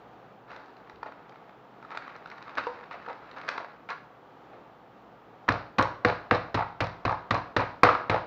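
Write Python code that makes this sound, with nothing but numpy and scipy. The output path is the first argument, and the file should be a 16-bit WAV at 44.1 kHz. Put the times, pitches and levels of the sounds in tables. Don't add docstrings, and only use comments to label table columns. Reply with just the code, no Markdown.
import sys
import numpy as np
from scipy import signal
from scipy.fft import rfft, irfft, next_fast_len
from scipy.io import wavfile
from scipy.ndimage import uniform_filter1d

SR = 44100
rng = np.random.default_rng(int(sys.argv[2]) if len(sys.argv) > 2 else 0)


def rack_gain(trim_db):
    fader = np.asarray(trim_db, float)
    return 10 ** (fader / 20)


def pcm_store(signal):
    levels = np.round(np.clip(np.atleast_2d(signal), -1, 1) * 32767)
    wavfile.write(sys.argv[1], SR, levels.astype(np.int16).T)


N = 364266

# (frequency [Hz], density [dB/Hz])
HUM_SPECTRUM = [(88, -45.5), (150, -10.5), (253, -10), (289, -9), (369, -10.5), (401, -9), (512, -8),
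                (574, -11.5), (734, -7), (969, -10.5), (1020, -14.5), (1160, -11.5), (2160, -26),
                (3310, -30.5), (7500, -51.5), (9750, -81), (16500, -120)]
# (frequency [Hz], density [dB/Hz])
RUMBLE_SPECTRUM = [(13, -48.5), (22, -28.5), (65, 0), (86, -27), (99, -15), (107, 5), (129, 6.5),
                   (145, -15.5), (160, 1), (210, -32), (350, -120)]
# (frequency [Hz], density [dB/Hz])
HISS_SPECTRUM = [(4120, -33.5), (7000, -25), (9140, -4), (13600, 1), (15100, 12), (16100, -10),
                 (16400, -9.5)]
# (frequency [Hz], t60 [s])
WALL_T60 = [(100, 0.99), (300, 0.49), (1000, 0.52), (2500, 0.42), (4200, 0.41), (6500, 0.51), (10000, 0.18)]
# (frequency [Hz], gain [dB])
MIC_RESPONSE = [(40, -3.5), (300, 3.5), (1300, 1.5), (2400, -3), (3300, -12.5), (3900, -7), (5200, -17),
                (7000, -30.5), (9000, -51.5), (16000, -51)]
# (frequency [Hz], level [dB], t60 [s])
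COUNTER_MODES = [(30, -18, 0.47), (63.5, -12.5, 0.5), (99.1, -1, 0.34), (119.6, -3.5, 0.38),
                 (159, -5, 0.099), (166.8, -8.5, 0.39)]
# (frequency [Hz], level [dB], t60 [s])
BOARD_MODES = [(491, -0.5, 0.19), (687, -4, 0.081), (736, -1.5, 0.12), (930, 8.5, 0.019)]
# (frequency [Hz], level [dB], t60 [s])
FLEX_MODES = [(217, -3.5, 0.044), (278, -3, 0.072), (342, -7, 0.064)]
# (frequency [Hz], level [dB], t60 [s])
LOADED_BOARD_MODES = [(486.5, -2.5, 0.14), (755, -3.5, 0.052), (930, -1, 0.096), (983, -6, 0.061)]
# (time [s], level [dB])
LEANS = [(.93, -48), (2.57, -45), (2.851, -73)]
# (time [s], level [dB])
DROPS = [(2.668, -28), (3.077, -37)]
# (time [s], effort [dB], tautness [0-1])
BAG_HANDLING = [(0.47, -30.5, 0.5), (0.57, -49.5, .5), (0.71, -60, .7), (1.13, -60, 0), (1.42, -61.5, 0.3),
                (1.71, -74, .6), (1.9, -52.5, .15), (2.04, -49, .15), (2.16, -54, 0.07), (2.33, -51, 0.6),
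                (2.54, -47, 0.1), (2.66, -45, 0.7), (2.87, -52.5, .25), (3.36, -49, .1), (3.52, -44.5, .8),
                (3.68, -50.5, 0), (4.08, -94, 0.9), (4.3, -93, 1)]
# (time [s], peak [dB])
SNAPS = [(0.8736, -48), (0.8974, -39.5), (1.0295, -26.5), (1.1201, -37.5), (1.3226, -43), (1.3571, -42),
         (1.493, -43), (1.8258, -38), (1.8482, -40), (1.9041, -35), (1.947, -37), (1.9722, -31),
         (2.0223, -35), (2.0777, -32.5), (2.1533, -36.5), (2.2577, -33.5), (2.3146, -33.5), (2.379, -41),
         (2.479, -37), (2.582, -18), (2.637, -30.5), (2.6683, -23), (2.9102, -30.5), (3.062, -34),
         (3.0849, -32), (3.488, -32), (3.5789, -24.5), (3.6452, -31.5), (3.8883, -29), (3.9044, -35)]
# (time [s], peak [dB])
PINGS = [(0.5063, -57), (0.5626, -48), (0.6585, -57), (0.7677, -58), (0.8964, -50.5), (0.9583, -54.5),
         (1.294, -51), (1.913, -50), (1.973, -35), (2.1626, -49), (2.273, -51), (2.3007, -46),
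         (2.3816, -51), (2.425, -45), (2.494, -48), (2.5532, -45.5), (2.5776, -39), (2.638, -48),
         (2.839, -56.5), (2.929, -48), (3.1294, -49), (3.3132, -48), (3.363, -53), (3.3834, -46.5),
         (3.414, -47), (3.4884, -26.5), (3.5775, -42.5), (3.6463, -57), (3.8953, -47), (3.9025, -37.5)]
# (time [s], peak [dB], pitch [Hz])
KNOCKS = [(0.562, -38, 756), (1.058, -27, 810), (1.076, -51, 1200), (1.914, -28, 1330),
          (1.946, -26.5, 1210), (2.029, -39, 1270), (2.089, -33, 1380), (2.313, -33, 1230),
          (2.571, -18.5, 1500), (2.584, -21, 1330), (2.914, -28.5, 1370), (2.937, -30, 875),
          (3.078, -34, 783), (3.094, -25, 870), (3.363, -30.5, 1140), (3.477, -20, 1320),
          (3.509, -27, 1470), (3.55, -26.5, 810), (3.599, -29, 770), (3.892, -24.5, 1330),
          (3.903, -22.5, 1400), (4.529, -40, 604), (4.557, -43, 581), (4.599, -50, 495)]
# (time [s], peak [dB], top end [dB])
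TICKS = [(5.5226, -25.5, -63), (5.825, -16, -38), (5.854, -37, -51), (6.085, -29, -64), (6.3491, -25, -61),
         (6.8412, -27, -53), (6.869, -33.5, -37), (7.1197, -34, -49), (7.3445, -24, -50),
         (7.3758, -41, -47), (7.6038, -29.5, -55), (8.1363, -39, -44), (8.165, -60, -48)]
# (first [s], gap [s], bounces [count], peak [dB], pitch [Hz])
CHATTER = [(5.509, 0.022, 3, -33, 835), (5.795, .0145, 5, -15.5, 1030), (6.072, .018, 2, -23, 860),
           (6.348, .012, 2, -23.5, 900), (6.574, 0.016, 4, -14, 920), (6.819, 0.023, 2, -23, 836),
           (7.077, 0.016, 5, -15.5, 953), (7.346, .0175, 3, -18.5, 930), (7.594, 0.014, 4, -16, 950),
           (7.848, 0.02, 6, -6.5, 1115), (8.124, 0.018, 4, -14.5, 860)]
# (time [s], peak [dB], pitch [Hz])
GRAZE = (5.48, -17, 1200)
# (time [s], force [dB], wood contact [dB], flat landing [0-1], slap pitch [Hz])
BLOWS = [(5.488, -6, -45.5, 0.28, 1340), (5.784, -7, -23, 0.66, 1150), (6.049, -4.5, -18, 0.2, 1390),
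         (6.3112, -6, -17, .08, 1450), (6.544, -10, -42.5, 1, 1180), (6.805, -8, -44, 0.6, 1370),
         (7.052, -11, -36.5, 0.46, 1130), (7.308, -7, -35, 0.52, 1210), (7.565, -5.5, -29.5, 0.48, 1540),
         (7.834, 3, -10, 0.13, 1135), (8.097, -6.5, -30.5, 0.43, 1440)]

HUM_DB, RUMBLE_DB, HISS_DB = -52.5, -67, -88.5
WALLS_DB = -9
CLOSE_DB = -1.5
SLACK_TREBLE_DB, TAUT_TREBLE_DB, CRACKLE_SHARE = -36, -3.5, 0.48
SNAP_HZ, SNAP_DETUNE = 1330, 0.14
PING_HZ, PING_DETUNE = 4520, 0.05
BOUNCE_LOSS_DB, BOUNCE_SCATTER_DB, BOUNCE_DETUNE = -2, 2, 0.06
FLAT_S, FLAT_TREBLE = 0.0056, 2.4
ECHO_DB, ECHO_FLAT_DB = 14.5, -3
SHINE_DB, SHINE_FLAT_DB = -17.5, 10.5
FLEX_DB, FLEX_PER_WOOD, FLEX_DB_PER_S = -11.5, 0.17, -4
RASP_DB, RASP_PER_WOOD, RASP_PER_FORCE = -22.5, 0.16, 0.62
THUMP_DB, REST_S = -26.5, 0.048


def add(out, s, sound):
    i = int(s * SR)
    out[i:i + len(sound)] += sound[:N - i]


def on_log(hz, table):
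    table_hz, values = np.transpose(table)
    return np.interp(np.log(hz + 1e-9), np.log(table_hz), values)


def band(x, hz, width_hz):
    return signal.lfilter(*signal.iirpeak(hz, hz / width_hz, fs=SR), x)


def unit(x):
    return x / np.sqrt(np.mean(x ** 2))


def decay(t, t60_s):
    return rack_gain(-60 * t / t60_s)


def burst(rise_s, t60_s, size=8192):
    t = np.arange(size) / SR
    return rng.standard_normal(size) * (1 - np.exp(-t / rise_s)) * decay(t, t60_s)


def ring(modes, push_s, spread_db=0, size=16384):
    t = np.arange(size) / SR
    y = np.zeros(size)
    for k, (hz, db, t60_s) in enumerate(modes):
        mode_db = db + spread_db * rng.standard_normal()
        y += (-1) ** k * rack_gain(mode_db) * decay(t, t60_s) * np.sin(2 * np.pi * hz * t)
    push = np.hanning(max(int(push_s * SR), 3) + 2)
    return np.convolve(y, push / push.sum())[:size]


def walk(rate_hz):
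    k = int(SR / rate_hz)
    steps = np.repeat(rng.standard_normal(N // k + 1), k)
    smooth = uniform_filter1d(uniform_filter1d(steps, k), k)
    return unit(smooth[:N])


def steady(spectrum, db):
    size = next_fast_len(N)
    hz = np.arange(size // 2 + 1) * SR / size
    noise = irfft(rfft(rng.standard_normal(size)) * rack_gain(on_log(hz, spectrum)), size)
    return unit(noise[:N]) * rack_gain(db)


def small_hits(rows, rise_s, t60_s, sharp, broad, gain_db):
    out = np.zeros(N)
    for s, db, hz in rows:
        push = burst(rise_s, t60_s, size=4096)
        hit = unit(band(push, hz, hz / sharp)) + broad * unit(push)
        add(out, s, rack_gain(db + gain_db) * hit / np.abs(hit).max())
    return signal.sosfilt(signal.butter(2, 250, "high", fs=SR, output="sos"), out)


def appliances():
    hum = steady(HUM_SPECTRUM, HUM_DB) * rack_gain(0.69 * walk(5.3))
    return hum + steady(RUMBLE_SPECTRUM, RUMBLE_DB) + steady(HISS_SPECTRUM, HISS_DB)


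def walls(size=32768):
    t = np.arange(size) / SR
    tail = np.zeros(size)
    for hz in 80 * 2.0 ** np.arange(8):
        octave = unit(band(rng.standard_normal(size), hz, 0.69 * hz))
        tail += octave * np.sqrt(hz) * decay(t, on_log(hz, WALL_T60))
    tail *= 1 - np.exp(-t / 0.0024)
    return tail / np.sqrt(np.sum(tail ** 2))


def kitchen(far, close):
    into_room = far + rack_gain(CLOSE_DB) * close
    return far + close + rack_gain(WALLS_DB) * signal.fftconvolve(into_room, walls())[:N]


def microphone(x, size=2048):
    hz = np.arange(size // 2 + 1) * SR / size
    cepstrum = irfft(on_log(hz, MIC_RESPONSE) * np.log(10) / 20)
    cepstrum[1:size // 2] *= 2
    cepstrum[size // 2 + 1:] = 0
    return signal.fftconvolve(x, irfft(np.exp(rfft(cepstrum))))[:N]


def weight():
    out = np.zeros(N)
    for s, db in DROPS:
        add(out, s, rack_gain(db) * ring(LOADED_BOARD_MODES, 0.00044))
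    for s, db in LEANS:
        add(out, s, rack_gain(db + 4.5) * ring(COUNTER_MODES[1:3], 0.015))
    return out


def bag():
    s, *columns = np.transpose(BAG_HANDLING)
    t = np.arange(N) / SR
    db, taut = (np.interp(t, s, c) for c in columns)
    treble_db = db + SLACK_TREBLE_DB + (TAUT_TREBLE_DB - SLACK_TREBLE_DB) * taut
    clicks = (rng.random(N) < 300 / SR) * rack_gain(np.minimum(3 * rng.exponential(size=N), 9))
    fold_shape = signal.lfilter([1], [1, -np.exp(-1 / (0.0021 * SR))], clicks)
    folds = fold_shape * rng.standard_normal(N)
    film = np.sqrt(1 - CRACKLE_SHARE) * rng.standard_normal(N) + np.sqrt(CRACKLE_SHARE) * unit(folds)
    film *= rack_gain(1.2 * walk(24.62))
    low = rack_gain(db - 1) * unit(band(film, 1170, 1100))
    high = rack_gain(treble_db + 6.5) * unit(band(film, 4300, 2500))
    return (low + high) * np.clip((t - s[0]) * 10, 0, 1) * (t < s[-1])


def creases(rows, hz, detune):
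    return [(s, db, hz * np.exp(detune * rng.standard_normal())) for s, db in rows]


def snaps():
    rows = creases(SNAPS, SNAP_HZ, SNAP_DETUNE)
    return small_hits(rows, 0.00093, 0.016, sharp=2.6, broad=1, gain_db=6)


def pings():
    rows = creases(PINGS, PING_HZ, PING_DETUNE)
    return small_hits(rows, 0.00054, 0.012, sharp=0.41, broad=0.32, gain_db=22)


def knocks():
    return small_hits(KNOCKS, 0.0031, 0.12, sharp=1.55, broad=0.66, gain_db=-1.5)


def handle():
    out, top = np.zeros(N), np.zeros(N)
    for s, db, top_db in TICKS:
        tick = burst(0.00064, 0.01, size=1024)
        tick /= np.abs(tick).max()
        axle = band(tick, 5700, 1900) + band(tick, 4240, 320)
        add(out, s, rack_gain(db + 14.5) * (axle + 0.5 * tick))
        add(top, s, rack_gain(db + top_db + 3.5) * np.diff(tick))
    return out, top


def chatter():
    rows = [GRAZE]
    for s, gap_s, count, db, hz in CHATTER:
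        for k in range(round(count)):
            scatter, detune = rng.standard_normal(2)
            bounce_db = db + k * BOUNCE_LOSS_DB + BOUNCE_SCATTER_DB * scatter
            rows.append((s + k * gap_s, bounce_db, hz * np.exp(BOUNCE_DETUNE * detune)))
    return small_hits(rows, 0.00082, 0.037, sharp=4.3, broad=0.13, gain_db=-1)


def rasp(hold_s, t60_s, size=16384):
    t = np.arange(size) / SR
    grain_db = 3.5 * uniform_filter1d(rng.standard_normal(size), 150) * np.sqrt(150)
    grains = rng.standard_normal(size) * rack_gain(grain_db)
    shape = (1 - np.exp(-(t / 0.01) ** 2)) * decay(np.maximum(t - hold_s, 0), t60_s)
    return (unit(band(grains, 697, 830)) + 0.1 * unit(grains)) * shape


def slap(flat, hz):
    crack = burst(FLAT_S * flat, 0.016 + 7 * FLAT_S * flat)
    treble = FLAT_TREBLE * flat * crack * decay(np.arange(len(crack)) / SR, 0.13)
    y = band(crack, hz, 760) + treble
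    return y / np.abs(y).max()


def slap_echo(flat, hz):
    tail = walls()
    shine = rack_gain(SHINE_DB + SHINE_FLAT_DB * flat) * band(tail, 4000, 4000)
    return rack_gain(ECHO_DB + ECHO_FLAT_DB * flat) * (band(tail, hz, 1300) + 0.17 * tail + shine)


def pin():
    air, near = np.zeros(N), np.zeros(N)
    for s, force_db, wood_db, flat, hz in BLOWS:
        flex_db = FLEX_DB + FLEX_PER_WOOD * wood_db + FLEX_DB_PER_S * (s - BLOWS[0][0])
        rasp_db = RASP_DB + RASP_PER_WOOD * wood_db + RASP_PER_FORCE * force_db
        add(near, s - 0.001, rack_gain(force_db + 4) * slap(flat, hz))
        add(near, s, rack_gain(force_db) * slap_echo(flat, hz))
        add(near, s, rack_gain(wood_db) * ring(BOARD_MODES, 0.0016, spread_db=4))
        add(near, s + 0.0021, rack_gain(flex_db) * ring(FLEX_MODES, 0.0021, spread_db=0.5))
        add(near, s, rack_gain(THUMP_DB) * ring(COUNTER_MODES, 0.0036))
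        add(air, s, rack_gain(rasp_db) * rasp(REST_S, 0.15))
    return air, near


def scene():
    air, near = pin()
    ticks, top = handle()
    far = air + chatter() + knocks()
    close = ticks + snaps() + pings() + bag() + weight()
    heard = kitchen(far, close) + near
    return (microphone(heard) + top + appliances())[None]


def roll_off(x):
    return signal.sosfilt(signal.butter(12, 16600, fs=SR, output="sos"), x)


def record(dry):
    ceiling, top_hz = 0.78, 15900
    flat = dry / (1 + np.abs(dry / ceiling) ** 3) ** (1 / 3)
    cut = signal.sosfilt(signal.ellip(8, 0.2, 60, top_hz, fs=SR, output="sos"), flat)
    return roll_off(cut)


dry = scene()
out = record(dry)
pcm_store(out)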